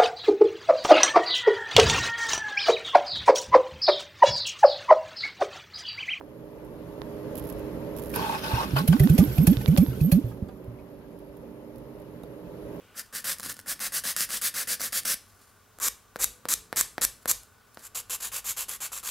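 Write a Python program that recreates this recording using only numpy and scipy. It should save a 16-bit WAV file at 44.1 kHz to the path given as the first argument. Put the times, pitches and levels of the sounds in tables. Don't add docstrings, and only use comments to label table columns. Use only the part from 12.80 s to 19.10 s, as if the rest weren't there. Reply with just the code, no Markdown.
import sys
import numpy as np
from scipy import signal
from scipy.fft import rfft, irfft
from scipy.io import wavfile
from scipy.ndimage import uniform_filter1d

SR = 44100
rng = np.random.default_rng(int(sys.argv[2]) if len(sys.argv) > 2 else 0)


def store_wav(level_fs):
    pcm = np.round(np.clip(np.atleast_2d(level_fs), -1, 1) * 32767)
    wavfile.write(sys.argv[1], SR, pcm.T.astype(np.int16))


def gain_from_db(level_db):
    decades = np.asarray(level_db, float) / 20
    return 10 ** decades


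N = 277830
GRID_HZ = np.linspace(0, SR / 2, 1025)


def tone_db(points, hz):
    f, db = np.transpose(points)
    return np.interp(np.log(np.maximum(hz, 1)), np.log(f), db)


def ring(db):
    cepstrum = irfft(db * np.log(10) / 20)
    half = len(cepstrum) // 2
    folded = np.concatenate([cepstrum[:1], 2 * cepstrum[1:half], cepstrum[half:half + 1], np.zeros(half - 1)])
    return irfft(np.exp(rfft(folded)))[:half]


def colour(x, points):
    return signal.fftconvolve(x, ring(tone_db(points, GRID_HZ)))[:len(x)]


def unit(x):
    return x / np.sqrt(np.mean(x ** 2))


def walk(rate, size):
    k = int(SR / rate)
    held = np.repeat(rng.standard_normal(size // k + 1), k)
    return 0.8 * uniform_filter1d(held, k)[:size]


def band(hz, width_hz):
    f = np.fft.rfftfreq(N, 1 / SR)
    noise = rfft(rng.standard_normal(N))
    return unit(irfft(noise / (1 + (2 * (f - hz) / width_hz) ** 2), N))


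def add(track, s, sound):
    i = int(s * SR)
    track[i:i + len(sound)] += sound[:len(track) - i]


# frequency in Hz, level in dB per Hz.
HUM_AND_HISS = [(18, -41.5), (30, -15), (70, -10.5), (103, -1.5), (131, -17.5), (252, -13), (319, -23),
                (426, -12), (499, -18.5), (1190, -17.5), (2350, -24.5), (12000, -30), (16000, -29)]
# frequency in Hz, side level in dB.
HUM_AND_HISS_WIDTH = [(60, -15.5), (300, -2.5), (700, -8), (1400, -5), (3100, -7.5), (7000, 2),
                      (16000, -10.5)]


def hum_and_hiss():
    f = np.fft.rfftfreq(N, 1 / SR)
    gain = gain_from_db(tone_db(HUM_AND_HISS, f))
    mid, side = (rfft(noise) * gain for noise in rng.standard_normal((2, N)))
    mid = irfft(mid, N)
    side = irfft(side * gain_from_db(tone_db(HUM_AND_HISS_WIDTH, f)), N)
    scale = gain_from_db(-61.5) / np.sqrt(np.mean(mid ** 2))
    return mid * scale, side * scale


# centre in Hz, width in Hz, level in dB.
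FAN_BANDS = [
    (1150, 150, -71.5),
    (1470, 160, -69.5),
]


def fan():
    return sum(gain_from_db(db + 2.2 * walk(4.2, N)) * band(hz, width) for hz, width, db in FAN_BANDS)


# time in seconds, level in dB.
OPENING_RUSTLE = [
    (0, -64),
    (.12, -66),
    (.3, -80),
]


def hand_rustle():
    s, db = np.transpose(OPENING_RUSTLE)
    level_db = np.interp(np.arange(N) / SR, s, db, right=-120)
    return gain_from_db(level_db) * (band(2700, 1600) + band(460, 450))


JOLT_DB = [
    -41.5,
    -34,
    -33.5,
]


def bench_rumble():
    rest_db, lag_s, width_s = -77, 0.012, 0.072
    t = np.arange(N) / SR
    shake = np.full(N, gain_from_db(rest_db))
    for table, jolt_db in zip((RUBS, FLICKS, POLISHES), JOLT_DB):
        for _, _, stop, _, top_db in table:
            shake += gain_from_db(top_db + jolt_db) * np.exp(-((t - stop - lag_s) / width_s) ** 2)
    return shake * (band(48, 26) + gain_from_db(-6) * band(104, 60))


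# time in seconds, level in dB.
SLEEVES = [(0, -59.5), (.3, -72), (.56, -58), (2.2, -60.5), (2.8, -75), (2.9, -84), (3.35, -70), (3.5, -63),
           (3.85, -61), (4.1, -67), (4.9, -73), (5.5, -69.5), (6.3, -66.5)]


def sleeves():
    s, rub_db = np.transpose(SLEEVES)
    level_db = np.interp(np.arange(N) / SR, s, rub_db) - 4.5
    return gain_from_db(level_db + 2.8 * walk(12, N)) * band(214, 238)


# middle in seconds, length in seconds, level in dB, pitch in Hz.
CREAKS = [
    (3.525, 0.08, -62, 492),
    (3.84, 0.082, -66, 444),
    (4.39, .05, -71, 600),
]


def finger_creaks():
    t = np.arange(N) / SR
    return sum(gain_from_db(db) * np.exp(-((t - s) / length) ** 4) * band(hz, 60) for s, length, db, hz in CREAKS)


def background():
    hush, side = hum_and_hiss()
    air = fan() + hand_rustle()
    hush = hush * gain_from_db(0.85 * walk(0.85, N))
    hands = finger_creaks() + sleeves() + bench_rumble()
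    return hush + air + hands, side


# frequency in Hz, gain in dB.
ROOM_TONE = [(150, -8), (500, 1.5), (1300, -5), (2500, 0), (5000, -2.5), (7400, -6.5), (9400, -2),
             (12000, -4), (16000, -7)]
# frequency in Hz, side level in dB.
WIDTH = [(60, -22), (200, -2), (700, -15.5), (1300, -22.5), (3000, -13.5), (5500, -19), (8000, -13),
         (11000, -16.5)]


def room(x):
    t60_s, tail_db, bench_s, bench_db = 0.32, -10.5, 0.0041, -27.5
    t = np.arange(int(0.5 * SR)) / SR
    tails = rng.standard_normal((2, len(t))) * 1000 ** (-t / t60_s) * np.clip(t / 0.0017, 0, 1)
    dull = signal.sosfilt(signal.butter(1, 8000, fs=SR, output="sos"), tails)
    tails = dull + (tails - dull) * 1000 ** (-t / 0.36)
    tails *= gain_from_db(tail_db) / np.sqrt(np.sum(tails[0] ** 2))
    tails[0, int(bench_s * SR)] += gain_from_db(bench_db)
    mid, side = signal.fftconvolve(colour(x, ROOM_TONE)[None], tails, axes=1)[:, :N]
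    return mid, colour(side, WIDTH) * gain_from_db(2.0)


def scatter(near):
    echoes = rng.standard_normal(400) * np.hanning(400)
    echoes = signal.sosfilt(signal.butter(1, 600, "high", fs=SR, output="sos"), echoes)
    echoes /= np.sqrt(np.sum(echoes ** 2))
    return colour(signal.fftconvolve(near, echoes)[:N], WIDTH)


BODY_HZ = 2400


def grip(points, body_db):
    shift = 1 + 0.0071 * rng.standard_normal()
    ripple_db = uniform_filter1d(rng.standard_normal(len(GRID_HZ)), size=24) * 5.0
    db = tone_db(points, GRID_HZ * shift) + ripple_db + body_db / (1 + (GRID_HZ / BODY_HZ) ** 6)
    treble = (GRID_HZ > 3000) & (GRID_HZ < 15000)
    return ring(db) / np.sqrt(np.sum(gain_from_db(2 * db[treble])) / len(db))


# time in seconds, thud in dB, tick in dB, ring in Hz.
TAPS = [
    (2.9873, -36, -24, 650),
    (3.3597, -20, -22, 606),
    (3.6546, -20, -22, 527),
    (3.9281, -15, -16.5, 670),
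    (4.1812, -14, -19.5, 687),
    (4.4576, -18, -14, 623),
    (4.9728, -27.5, -40, 644),
]
# multiple of the ring frequency, level in dB, time to fall 60 dB in seconds.
TAP_MODES = [
    (2.3, 3, 0.0037),
    (1.0, -1, 0.01),
    (.4, 1.5, 0.0043),
]


def taps():
    out, t = np.zeros(N), np.arange(2000) / SR
    for s, thud_db, tick_db, hz in TAPS:
        modes = sum(gain_from_db(db) * np.sin(2 * np.pi * k * hz * t) * 1000 ** (-t / t60) for k, db, t60 in TAP_MODES)
        rattle = uniform_filter1d(rng.standard_normal(len(t)), size=12) * 1000 ** (-t / 0.035)
        add(out, s + 0.00013, gain_from_db(thud_db - 6.0) * (modes + gain_from_db(-5) * rattle))
        push = np.hanning(int(0.00024 * SR))
        add(out, s - 0.00015, -gain_from_db(thud_db) * push)
        tick = grip(FLICK_TONE, 0)
        add(out, s - 0.0001, -gain_from_db(tick_db - 2.5) * tick / np.max(np.abs(tick)))
    return signal.sosfilt(signal.butter(2, 170, "high", fs=SR, output="sos"), out)


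def clicks(events, body_db, crumble_share, decay_s):
    out, t = np.zeros(N), np.arange(240) / SR
    for s, peak_db in events:
        points = RUB_TONE if s < 2.9 else FLICK_TONE if s < 4.8 else POLISH_TONE
        crumble = crumble_share * rng.standard_normal(len(t)) * np.exp(-t / decay_s)
        crumble[0] = rng.choice([-1, 1])
        h = signal.fftconvolve(grip(points, 0.78 * (body_db + 19.0)), crumble)
        add(out, s - 0.0001, gain_from_db(peak_db + 3.0) * h / np.max(np.abs(h)))
    return out


def bites():
    events = [(start + 0.002, top_db + catch_db + 1) for start, _, _, catch_db, top_db in [*RUBS, *POLISHES]]
    return clicks(events, body_db=-7, crumble_share=0.54, decay_s=0.00074)


# time in seconds, peak in dB.
DIGS = [(0.4453, -22.5), (0.598, -22), (0.6052, -29), (0.631, -26), (0.6387, -29), (0.662, -25),
        (0.6724, -29), (0.7001, -25), (0.7209, -29), (0.7674, -34.5), (0.7914, -29), (0.7996, -34),
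        (0.9933, -28.5), (1.2539, -19.5), (1.3646, -15), (1.5056, -22), (1.62, -22.5), (2.0066, -21),
        (2.0166, -19), (2.1291, -21), (2.2542, -18.5), (3.0009, -26), (3.6885, -16), (3.961, -21),
        (3.9712, -16), (4.4614, -38), (5.298, -31)]


def digs():
    return clicks(DIGS, body_db=-10.5, crumble_share=0.71, decay_s=0.00087)


# time in seconds, peak in dB.
SKIPS = [(0.1952, -19), (0.3504, -21), (0.5217, -20), (0.585, -29), (0.6181, -35), (0.7262, -27),
         (0.7424, -31), (0.8132, -38), (0.8826, -21), (0.979, -46), (1.2227, -38), (1.4073, -7),
         (1.953, -25), (2.2344, -28), (2.3422, -15), (3.0191, -28), (3.3663, -32), (3.535, -46),
         (4.122, -48), (4.213, -19), (4.5193, -17.5), (4.6336, -40), (4.9457, -41), (4.9495, -45),
         (4.9566, -50), (5.2896, -47), (5.8936, -16)]


def skips():
    return clicks(SKIPS, body_db=-22.5, crumble_share=0.42, decay_s=0.00047)


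# time in seconds, peak in dB.
SNAPS = [
    (3.0843, -8),
    (3.4431, 2),
    (3.7388, -1),
    (4.0111, 4.5),
    (4.2504, 0.5),
    (4.5142, 3),
]


def snaps():
    return clicks(SNAPS, body_db=-23.5, crumble_share=0.086, decay_s=0.00024)


def grit(size, coarse_db, chatter_db):
    hardness = np.minimum(rng.exponential(size=size), 4.3)
    grains = rng.standard_normal(size) * gain_from_db(coarse_db * hardness)
    chatter = walk(300, size) + 0.53 * walk(44.7, size)
    return unit(grains * gain_from_db(chatter_db * chatter))


# strongest moment in seconds,
# level in dB, rise and fall in seconds.
GRAZES = [(0.212, -58.5, .003, 0.032), (0.264, -60, .06, .012), (0.425, -51, 0.033, .02),
          (0.602, -53, 0.0264, .016), (0.663, -35.5, 0.036, 0.022), (0.65, -42, 0.035, 0.042),
          (0.697, -39.5, 0.022, 0.024), (0.72, -42, 0.025, 0.013), (0.741, -57, .003, 0.0068),
          (0.792, -50.5, 0.0086, 0.024), (0.78, -55, 0.023, .01), (2.498, -69, .05, .02),
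          (2.656, -61, .3, 0.12), (3.968, -27.5, 0.0064, .001), (4.218, -23, 0.0035, .001),
          (4.43, -56, .02, .01), (4.95, -67, .05, .01), (5.0, -53.5, 0.032, 0.045)]


def grazing():
    t, force = np.arange(N) / SR, np.zeros(N)
    for s, db, rise_s, fall_s in GRAZES:
        away = np.where(t < s, (s - t) / rise_s, (t - s) / fall_s)
        force += gain_from_db(db - 15 * away)
    skim = signal.fftconvolve(force * grit(N, 2.5, 3.9), grip(RUB_TONE, 3.4))[:N]
    return skim + gain_from_db(-13.5) * force * band(220, 240)


def strokes(table, points, usual_top_db, usual_body_db, bite_s, hold, linger_s, coarse_db, chatter_db):
    out = np.zeros(N)
    for start, top, stop, catch_db, top_db in table:
        t = start + np.arange(int((stop - start + linger_s) * SR)) / SR
        brake = top + hold * (stop - top)
        rise = np.sin(np.pi / 2 * np.clip((t - start) / (top - start), 0, 1))
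        slow = np.cos(np.pi / 2 * np.clip((t - brake) / (stop + linger_s - brake), 0, 1)) ** 1.4
        bite = np.clip((t - start) / bite_s, 0, 1)
        rubbing = gain_from_db(top_db) * slow * bite * grit(len(t), coarse_db, chatter_db)
        body_gain_db = min(0.95 * (usual_top_db - top_db), 4.5)
        whole = grip(points, usual_body_db + body_gain_db)
        body = signal.sosfilt(signal.butter(2, BODY_HZ, fs=SR, output="sos"), whole)
        pressure = gain_from_db(0.28 * catch_db * (1.5 - rise) - 2.0)
        speed = gain_from_db(1.45 * catch_db * (1 - rise))
        add(out, start, signal.fftconvolve(rubbing * pressure, body))
        add(out, start, signal.fftconvolve(rubbing * speed, whole - body))
    return out


# catch, fastest moment and stop in seconds, catch in dB under the top, top in dB.
POLISHES = [(5.02, 5.064, 5.075, -8, -43.5), (5.146, 5.166, 5.214, -4, -33),
            (5.295, 5.318, 5.366, -3, -30.5), (5.401, 5.435, 5.493, -5, -33.5),
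            (5.516, 5.548, 5.603, -6, -32.5), (5.641, 5.688, 5.733, -10, -30), (5.764, 5.8, 5.846, -4, -32),
            (5.881, 5.92, 5.971, -4, -36), (6.002, 6.036, 6.08, -5, -33.5),
            (6.117, 6.155, 6.207, -2.5, -36), (6.228, 6.275, 6.32, -8, -33)]
# frequency in Hz, level in dB per Hz.
POLISH_TONE = [(88, -53), (150, -20.5), (264, -24.5), (422, -17.5), (854, -13), (1120, -7.5), (2060, -14),
               (2450, -10), (5450, -9.5), (5950, -7.5), (7400, 0), (9000, -9), (11000, -3), (14800, -9.5),
               (16000, -23)]


def polishing():
    return strokes(POLISHES, POLISH_TONE, usual_top_db=-29.5, usual_body_db=-0.1, bite_s=0.0033,
                   hold=0.29, linger_s=0.0096, coarse_db=2.0, chatter_db=2.5)


# catch, fastest moment and stop in seconds, catch in dB under the top, top in dB.
FLICKS = [
    (3.0, 3.04, 3.085, -16, -25.5),
    (3.388, 3.44, 3.444, -14, -23),
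    (3.685, 3.736, 3.74, -4.5, -24),
    (3.966, 4.0, 4.012, -3, -23),
    (4.216, 4.245, 4.252, -4, -22),
    (4.476, 4.51, 4.516, -5, -22),
]
# frequency in Hz, level in dB per Hz.
FLICK_TONE = [(88, -59), (150, -23), (231, -18), (871, -16.5), (1140, -8.5), (2360, -13), (3040, -14.5),
              (3840, -8.5), (4950, -9), (7470, 0), (9440, -6.5), (12200, -2), (16000, -17)]


def flicking():
    return strokes(FLICKS, FLICK_TONE, usual_top_db=-21.5, usual_body_db=1.3, bite_s=0.0011,
                   hold=0.94, linger_s=0.0018, coarse_db=3.0, chatter_db=-0.7)


# catch, fastest moment and stop in seconds, catch in dB under the top, top in dB.
RUBS = [(0.142, 0.189, 0.22, -23, -36), (0.325, 0.368, 0.411, -9.5, -34), (0.441, 0.503, 0.549, -5, -29),
        (0.858, 0.906, 0.942, -15.5, -29.5), (1.0, 1.058, 1.086, -4, -30.5),
        (1.12, 1.164, 1.204, -8.5, -27), (1.236, 1.292, 1.336, -5, -29), (1.363, 1.422, 1.458, -4, -27.5),
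        (1.488, 1.551, 1.592, -7.5, -30), (1.613, 1.661, 1.7, -5, -26), (1.739, 1.805, 1.843, -5, -29.5),
        (1.871, 1.916, 1.958, -7, -26.5), (1.995, 2.046, 2.094, -7.5, -30.5),
        (2.122, 2.176, 2.205, -6, -26.5), (2.249, 2.301, 2.354, -5, -25.5)]
# frequency in Hz, level in dB per Hz.
RUB_TONE = [(88, -47), (150, -13), (231, -12), (368, -21), (566, -10.5), (941, -17.5), (1100, -10),
            (1720, -3.5), (2310, -11), (3770, -7.5), (4950, -3), (5910, -4.5), (11300, -2), (15100, -8),
            (16000, -13)]


def rubs():
    return strokes(RUBS, RUB_TONE, usual_top_db=-26.5, usual_body_db=0.5, bite_s=0.0026,
                   hold=0.046, linger_s=0.0078, coarse_db=2.0, chatter_db=1.3)


def scene():
    near = rubs() + flicking() + polishing() + grazing()
    near += bites() + digs() + skips() + snaps() + taps()
    scattered = scatter(near)
    room_mid, room_side = room(near)
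    quiet_mid, quiet_side = background()
    mid = near + room_mid + quiet_mid
    side = scattered + room_side + quiet_side
    left_db = 0.9
    return np.array([(mid + side) * gain_from_db(left_db / 2), (mid - side) * gain_from_db(-left_db / 2)])


# from this frequency in Hz, share of the time.
SIDE_KEPT = [(0, 1), (1200, .6), (1900, .35), (2600, .2), (3400, .15), (4100, .3), (4800, .7), (5600, .9),
             (6900, .85), (8200, .8), (9600, .9), (11300, .05), (12500, .04)]


def thin_side(x):
    mid, side = (x[0] + x[1]) / 2, (x[0] - x[1]) / 2
    f, _, frames = signal.stft(side, SR, nperseg=2048)
    edges, share = np.transpose(SIDE_KEPT)
    kept = rng.random((len(edges), frames.shape[1] // 2 + 1)) < share[:, None]
    kept = np.repeat(kept, 2, axis=1)[:, :frames.shape[1]]
    band_of = np.searchsorted(edges, f, side="right") - 1
    side = signal.istft(frames * kept[band_of], SR, nperseg=2048)[1][:N]
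    return np.array([mid + side, mid - side])


def band_limit(x):
    return signal.sosfilt(signal.butter(12, 17000, fs=SR, output="sos"), x)


def record(dry):
    rounded = 0.8 * np.tanh(dry / 0.8)
    top_cut = signal.ellip(9, 0.5, 60, 15750, fs=SR, output="sos")
    mix = thin_side(signal.sosfilt(top_cut, rounded))
    return band_limit(mix)


dry = scene()
out = record(dry)
store_wav(out)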